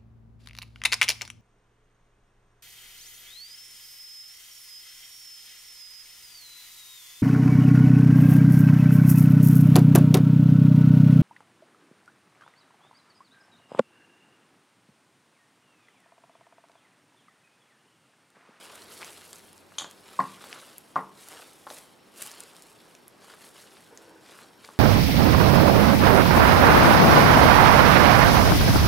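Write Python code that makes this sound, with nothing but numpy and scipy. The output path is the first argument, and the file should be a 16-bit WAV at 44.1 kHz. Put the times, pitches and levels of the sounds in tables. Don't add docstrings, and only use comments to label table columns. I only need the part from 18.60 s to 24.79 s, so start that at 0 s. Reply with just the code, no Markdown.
import sys
import numpy as np
from scipy import signal
from scipy.fft import rfft, irfft, next_fast_len
from scipy.io import wavfile
from scipy.ndimage import uniform_filter1d, map_coordinates

SR = 44100
rng = np.random.default_rng(int(sys.argv[2]) if len(sys.argv) > 2 else 0)


def to_wav(sig):
    pcm = np.clip(np.atleast_2d(sig), -1, 1) * 32767
    pcm = np.round(pcm).astype(np.int16)
    wavfile.write(sys.argv[1], SR, pcm.T)


N = 272979
PRESS_S, RELEASE_DB_PER_S = 0.065, 125

# frequency in Hz, level in dB.
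CRACK_SPECTRUM = [(60, -55), (300, -23), (1500, -7.5), (3500, 17), (7000, -3.5), (9000, -5), (15000, -34)]


def squeezing(seep_db=-68):
    # start in seconds, hold in seconds, strength in dB, wetness in dB.
    squeezes = [(.02, .2, -53.5, -0.5), (.315, 0.18, -52, 1), (.53, 0.24, -58, 3.5), (.84, .13, -66, 5),
                (1.13, .26, -63.5, 1), (1.48, 0.28, -56, -1.5), (1.831, .15, -53, -2), (2.03, .1, -58, 1.5),
                (2.2, 0.23, -67.5, 2), (2.6, 0.096, -56.5, 2.5), (2.72, .1, -53.5, -1.5),
                (2.88, 0.13, -65.5, 6.5), (3.11, 0.074, -54.5, 3.5), (3.575, .23, -55, 0),
                (3.615, .025, -51, 6.5), (3.88, 0.23, -62, 2), (4.2, .12, -66.5, 0), (4.64, 0.1, -58.5, -2),
                (4.82, 0.041, -56.5, 1.5), (4.98, .04, -56, 1.5), (5.08, 0.15, -63.5, 2.5),
                (5.39, .05, -63.5, -3), (5.66, 0.053, -59, -4.5), (5.74, 0.077, -57.5, -1.5),
                (6.045, .025, -57, 0.5), (6.15, .05, -63, -6.5)]
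    grips = np.array([envelope(start, hold, PRESS_S, RELEASE_DB_PER_S) for start, hold, _, _ in squeezes])
    gains = amp([(db - wet_db, db, db + wet_db) for _, _, db, wet_db in squeezes])
    return np.sqrt(gains.T ** 2 @ grips ** 2 + amp(seep_db) ** 2)


def moss(rub_gain, squelch_gain, fizz_gain):
    # frequency in Hz, level in dB.
    rub_spectrum = [(40, -60), (150, -26), (400, -2), (800, -5.5), (1500, -4), (2300, -16), (5000, -38)]
    squelch_spectrum = [(150, -70), (900, -13), (2000, -0.5), (3000, 1.5), (4600, -0.5), (6200, -7.5),
                        (9000, -8), (15000, -40)]
    fizz_spectrum = [(500, -82), (3500, -14), (6500, -7.5), (8800, -4), (11000, -4), (13000, -10.5),
                     (15500, -13)]
    rub = cavities(crackle(rub_spectrum, per_s=500, spread_db=2, hiss=1.0, clump_db=4.5), 2.5)
    squelch = cavities(crackle(squelch_spectrum, per_s=700, spread_db=3.5, hiss=0.87, clump_db=2), 4.5)
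    fizz = cavities(crackle(fizz_spectrum, per_s=800, spread_db=1.5, hiss=0.68, clump_db=3), 2.5)
    return amp(-2) * rub_gain * rub + squelch_gain * squelch + amp(-1.5) * fizz_gain * fizz


def crackle(spectrum, per_s, spread_db, hiss, clump_db):
    clicks = (rng.random(N) < per_s / SR) * rng.choice([-1, 1], N)
    sizes = amp(spread_db * np.minimum(rng.exponential(size=N), np.pi))
    grains = unit(clicks * sizes) + hiss * rng.standard_normal(N)
    clumps = amp(clump_db * np.tanh(wobble(90)))
    return coloured(grains * clumps, spectrum)


def cavities(x, depth_db):
    spectra = signal.stft(x, nperseg=512)[2]
    patches = uniform_filter1d(rng.standard_normal(spectra.shape), size=4, axis=0)
    patches = uniform_filter1d(patches, size=7, axis=1)
    gain = amp(depth_db * np.tanh(unit(patches)))
    return unit(signal.istft(spectra * gain, nperseg=512)[1][:N])


def ticks(grip, typical_hz=7500, snap_t60=0.003, spray_t60=0.024, body_t60=0.0077):
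    # start in seconds, level in dB, pitch in Hz.
    loud_ticks = [(.156, -31, 8800), (.4459, -27.5, 6600), (.5785, -36, 8050), (.7305, -28, 7600),
                  (.758, -33, 7000), (.9299, -36.5, 10300), (0.979, -37, 7660), (1.3116, -32.5, 8300),
                  (1.9284, -33.5, 5200), (2.182, -27, 11400), (2.6864, -27, 10240), (3.1027, -32, 6000),
                  (3.6194, -19, 9600), (3.6234, -19, 9100), (3.6303, -31, 8200), (3.663, -24.5, 9500),
                  (3.673, -27, 9000), (3.7152, -32, 6300), (3.7391, -37, 4240), (3.8047, -23.5, 8860),
                  (3.836, -32.5, 8060), (3.9656, -38, 5060), (4.0226, -34.5, 8900), (4.351, -36, 6700),
                  (4.4804, -32.5, 11000), (5.3744, -29, 6300), (6.0483, -33.5, 4200)]
    out, t = np.zeros(N), np.arange(SR // 25) / SR
    onset = 1 - np.exp(-t / 0.00017)
    for start, db, hz in loud_ticks + faint_ticks(grip, typical_hz):
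        band = lambda f: 1 / (1 + ((f - hz) / (hz / 2)) ** 2)
        hiss = unit(filtered(rng.standard_normal(len(t)), band))
        snap = (np.sin(2 * np.pi * hz * t) + 0.77 * hiss) * fade(t, snap_t60)
        spray = amp(-19) * hiss * fade(t, spray_t60)
        body_hz = 1900 * np.exp(0.313 * rng.standard_normal())
        body_db = -14.5 - 11 * np.log2(hz / typical_hz)
        body = amp(body_db) * np.sin(2 * np.pi * body_hz * t) * fade(t, body_t60)
        add(out, start, amp(db) * (snap + spray + body) * onset)
    return out


def faint_ticks(grip, typical_hz, count=50):
    at = rng.integers(N, size=count)
    size, pitch = rng.standard_normal((count, 2)).T
    db = 20 * np.log10(grip[at]) + 12.5 + 2.2 * size
    return list(zip(at / SR, db, typical_hz * np.exp(0.27 * pitch)))


def pops(sharp_swell_s=0.00044, crack_t60=0.01, thud_t60=0.19):
    # start in seconds, level in dB, pitch in Hz, swell in seconds.
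    flexes = [(.417, -31.5, 1430, 0.00044), (0.4225, -29, 1200, .0005), (.429, -27, 2300, 0.00076),
              (1.1205, -42, 1210, 0.00078), (1.183, -28, 1130, 0.00082), (1.198, -28.5, 1050, 0.0004),
              (1.2107, -28, 1110, 0.00048), (1.2195, -26, 1010, 0.00051), (1.2445, -26, 1030, 0.00052),
              (1.59, -12, 1061, 0.0042), (1.592, -34.5, 176, 0.0053), (1.6027, -23, 1690, 0.00071),
              (1.8405, -31, 1110, 0.00056), (1.9282, -27.5, 2400, 0.00045), (2.3582, -15.5, 1015, 0.00097),
              (2.3615, -11.5, 1086, 0.0022), (3.068, -28.5, 960, 0.00094), (3.072, -28.5, 1180, 0.00087),
              (3.1025, -29, 1300, .00046), (3.11, -31.5, 670, 0.0013), (4.7, -36.5, 1400, 0.00074),
              (4.738, -37, 1390, .00055), (5.169, -38.5, 1300, 0.00048), (5.789, -35, 1430, 0.00073),
              (6.0442, -36, 1430, 0.00056), (6.089, -31.5, 1020, 0.00089)]
    # frequency in Hz, level in dB, t60 in seconds.
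    tub_modes = [(141.6, -19, 0.87), (162.7, -5, 0.23), (192.5, -12.5, 0.8), (267, -4, 0.3),
                 (345, -16.5, 0.57), (437, -14.5, 0.45), (553, -8.5, 0.22), (736, 1.5, 0.12),
                 (873, -9, 0.35), (930, -19, .25), (1009, 7.5, 0.12), (1074, -2, 0.42), (1140, -21, 0.36),
                 (1170, -6.5, 0.36), (1315, -15, 0.33), (1392, -8, 0.25), (1870, -10, .12),
                 (1920, -12, .15)]
    # frequency in Hz, level in dB.
    thud_spectrum = [(20, -40), (40, -8), (90, -43), (150, -1), (300, -7), (550, -5), (850, 2.5),
                     (1300, -8.5), (2000, -10.5), (3000, -34), (8000, -41)]
    bursts, rings, t = np.zeros(N), np.zeros(N), np.arange(SR // 2) / SR
    onset = 1 - np.exp(-t / 0.001)
    for start, db, hz, swell_s in flexes:
        swell = (t / swell_s * np.exp(1 - t / swell_s)) ** 4
        buckle = swell * np.sin(2 * np.pi * hz * t)
        crack_db = -6.5 - 14.5 * np.log2(swell_s / sharp_swell_s)
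        crack = coloured(rng.standard_normal(len(t)), CRACK_SPECTRUM) * fade(t, crack_t60)
        add(bursts, start, amp(db) * (buckle + amp(crack_db) * crack))
        modes = sum(amp(level + rng.normal(0, 0.83)) * np.sin(2 * np.pi * (f * t + rng.random()))
                    * fade(t, t60) for f, level, t60 in tub_modes)
        thud = coloured(rng.standard_normal(len(t)), thud_spectrum) * fade(t, thud_t60)
        ring_db = -8 + 1.753 * db
        add(rings, start, amp(ring_db) * (amp(-4.5) * modes + amp(-2) * thud) * onset)
    return bursts, rings


def squeak(rise_hz=650):
    # start in seconds, hold in seconds, level in dB, pitch in Hz.
    slides = [(1.184, 0.0044, -20, 3280), (1.194, 0.0019, -33, 3400), (1.206, 0.0029, -33, 3700),
              (1.218, 0.0044, -36, 3750)]
    # multiple of the pitch, level in dB.
    harmonics = [(1, -7.5), (2, -6.5), (3, -18), (4, -34)]
    out, t = np.zeros(N), np.arange(N) / SR
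    waver = 1 + 0.083 * wobble(900)
    scrape = 0.2 * coloured(rng.standard_normal(N), CRACK_SPECTRUM)
    for start, hold, db, hz in slides:
        rise = rise_hz * np.clip((t - start) / hold - .5, -.5, 1)
        phase = 2 * np.pi * np.cumsum((hz + rise) * waver) / SR
        tone = sum(amp(level) * np.sin(k * phase) for k, level in harmonics)
        out += amp(db) * envelope(start, hold, attack=0.0005, release_db_per_s=5500) * (tone + scrape)
    return out


def creep(grip_db=3.5):
    # start in seconds, hold in seconds, level in dB.
    pushes = [(0.203, 0.23, -59.5), (5.3, 0.28, -57.5), (5.826, 0.13, -62)]
    # centre in Hz, width in Hz, level in dB.
    resonances = [(327, 55, -5.5), (486, 52, -4), (948, 83, -11), (1430, 71, -14), (1537, 98, -10)]
    push = sum(amp(db) * envelope(start, hold, PRESS_S, RELEASE_DB_PER_S) for start, hold, db in pushes)
    hollow = lambda f: sum((-1) ** k * amp(db) * 1j * f * width / (hz * hz - f * f + 1j * f * width)
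                           for k, (hz, width, db) in enumerate(resonances))
    friction = rng.standard_normal(N) * amp(grip_db * wobble(40))
    return push * unit(filtered(friction, hollow))


def walls(x, dull_hz):
    # delay in seconds, level in dB.
    echoes = [(.0035, -6.5), (0.0104, -10.5), (.016, -14), (.0188, -20)]
    comb = lambda hz: sum(amp(db) * np.exp(-2j * np.pi * hz * delay) for delay, db in echoes)
    return filtered(x, lambda hz: comb(hz) / (1 + (hz / dull_hz) ** 2))


def room(x, build_s=0.0029, width=0.13):
    # frequency in Hz, t60 in seconds.
    decay_times = [(120, 0.85), (300, 0.86), (1000, 0.28), (3500, 0.29), (12000, 0.16)]
    hz, t, spectra = signal.stft(rng.standard_normal((2, SR // 2)), SR, nperseg=256)
    tails = signal.istft(spectra * fade(t, along(decay_times, hz)[:, None]), SR, nperseg=256)[1]
    onset = 1 - np.exp(-(np.arange(tails.shape[1]) / SR / build_s) ** 2)
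    tails = stereo(tails * [[1], [width]] * onset)
    return signal.fftconvolve(x[None], tails / np.linalg.norm(tails[0]), axes=1)[:, :N]


def background(murmur_db=-57.5, hum_db=-68.5, whine_db=-74.5):
    # frequency in Hz, level in dB.
    murmur_spectrum = [(20, -16), (45, -6), (65, -11.5), (95, -5), (200, -0.5), (400, -0.5), (600, -4),
                       (950, -5.5), (1600, -11), (2500, -16), (5000, -21), (10000, -36), (13000, -25.5),
                       (15500, -35)]
    murmur = unit(stereo(coloured(rng.standard_normal((2, N)), murmur_spectrum)))
    hum_hz = 82.5 + 9.5 * np.arange(N) / SR
    hum_gain = amp(hum_db) * envelope(start=.3, hold=0.76, attack=.3, release_db_per_s=15)
    hum = hum_gain * np.sin(2 * np.pi * np.cumsum(hum_hz) / SR)
    whine_gain = amp(whine_db + 2.2 * wobble(5))
    whine_hz = 5450 + 70 * wobble(200)
    whine = whine_gain * np.sin(2 * np.pi * np.cumsum(whine_hz) / SR)
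    return amp(murmur_db) * murmur + hum + whine


def stereo(pair):
    # frequency in Hz, left-right likeness (1 is identical).
    likeness = [(40, 0.57), (150, 0.63), (380, 0.55), (950, 0.57), (2400, 0.51), (6000, 0.86), (15000, 1)]
    turn = lambda hz: np.arccos(np.clip(along(likeness, hz), -1, 1)) / 2
    mid, side = filtered(pair, lambda hz: np.array([np.cos(turn(hz)), np.sin(turn(hz))]))
    return np.array([mid + side, mid - side])


def envelope(start, hold, attack, release_db_per_s):
    out = np.zeros(N)
    end = start + hold + 80 / release_db_per_s
    at = np.arange(max(round((start - attack) * SR), 0), min(round(end * SR), N))
    t = at / SR - start
    out[at] = np.clip(1 + t / attack, 0, 1) * amp(-release_db_per_s * np.maximum(t - hold, 0))
    return out


def fade(t, t60):
    return np.exp(-np.log(1000) * t / t60)


def wobble(rate):
    return map_coordinates(rng.standard_normal(int(N * rate / SR) + 4), [np.arange(N) * rate / SR])


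def filtered(x, response):
    n = x.shape[-1]
    padded = next_fast_len(n + 8192)
    return irfft(rfft(x, padded) * response(np.fft.rfftfreq(padded, 1 / SR)), padded)[..., :n]


def coloured(x, spectrum):
    return unit(filtered(x, lambda hz: amp(along(spectrum, hz))))


def along(points, hz):
    knots_hz, values = np.transpose(points)
    return np.interp(np.log(hz + 1), np.log(knots_hz + 1), values)


def amp(db):
    return 10 ** (np.asarray(db) / 20)


def unit(x):
    return x / np.sqrt(np.mean(x ** 2) + 1e-20)


def add(track, start, sound):
    part = track[max(round(start * SR), 0):][:len(sound)]
    part += sound[:len(part)]


def scene():
    rub_gain, squelch_gain, fizz_gain = squeezing()
    rustle = moss(rub_gain, squelch_gain, fizz_gain) + creep()
    snaps, slip = ticks(squelch_gain), squeak()
    bursts, rings = pops()
    plastic = slip + bursts + rings + walls(bursts + snaps, dull_hz=2620)
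    sides = plastic * amp([[.45], [-.45]])
    tails = amp(-14.5) * room(rustle + snaps) + amp(-4.5) * room(slip)
    tails += amp(-11.5) * room(bursts, build_s=0.017)
    return rustle + snaps + sides + tails + background()


def record(dry, low_hz=48, treble_hz=14800, top_hz=15900):
    colour = lambda hz: (1j * hz / (low_hz + 1j * hz)) ** 2 / np.sqrt(1 + (hz / treble_hz) ** 10)
    return filtered(dry, lambda hz: colour(hz) * (hz < top_hz))


dry = scene()
out = record(dry)
to_wav(out)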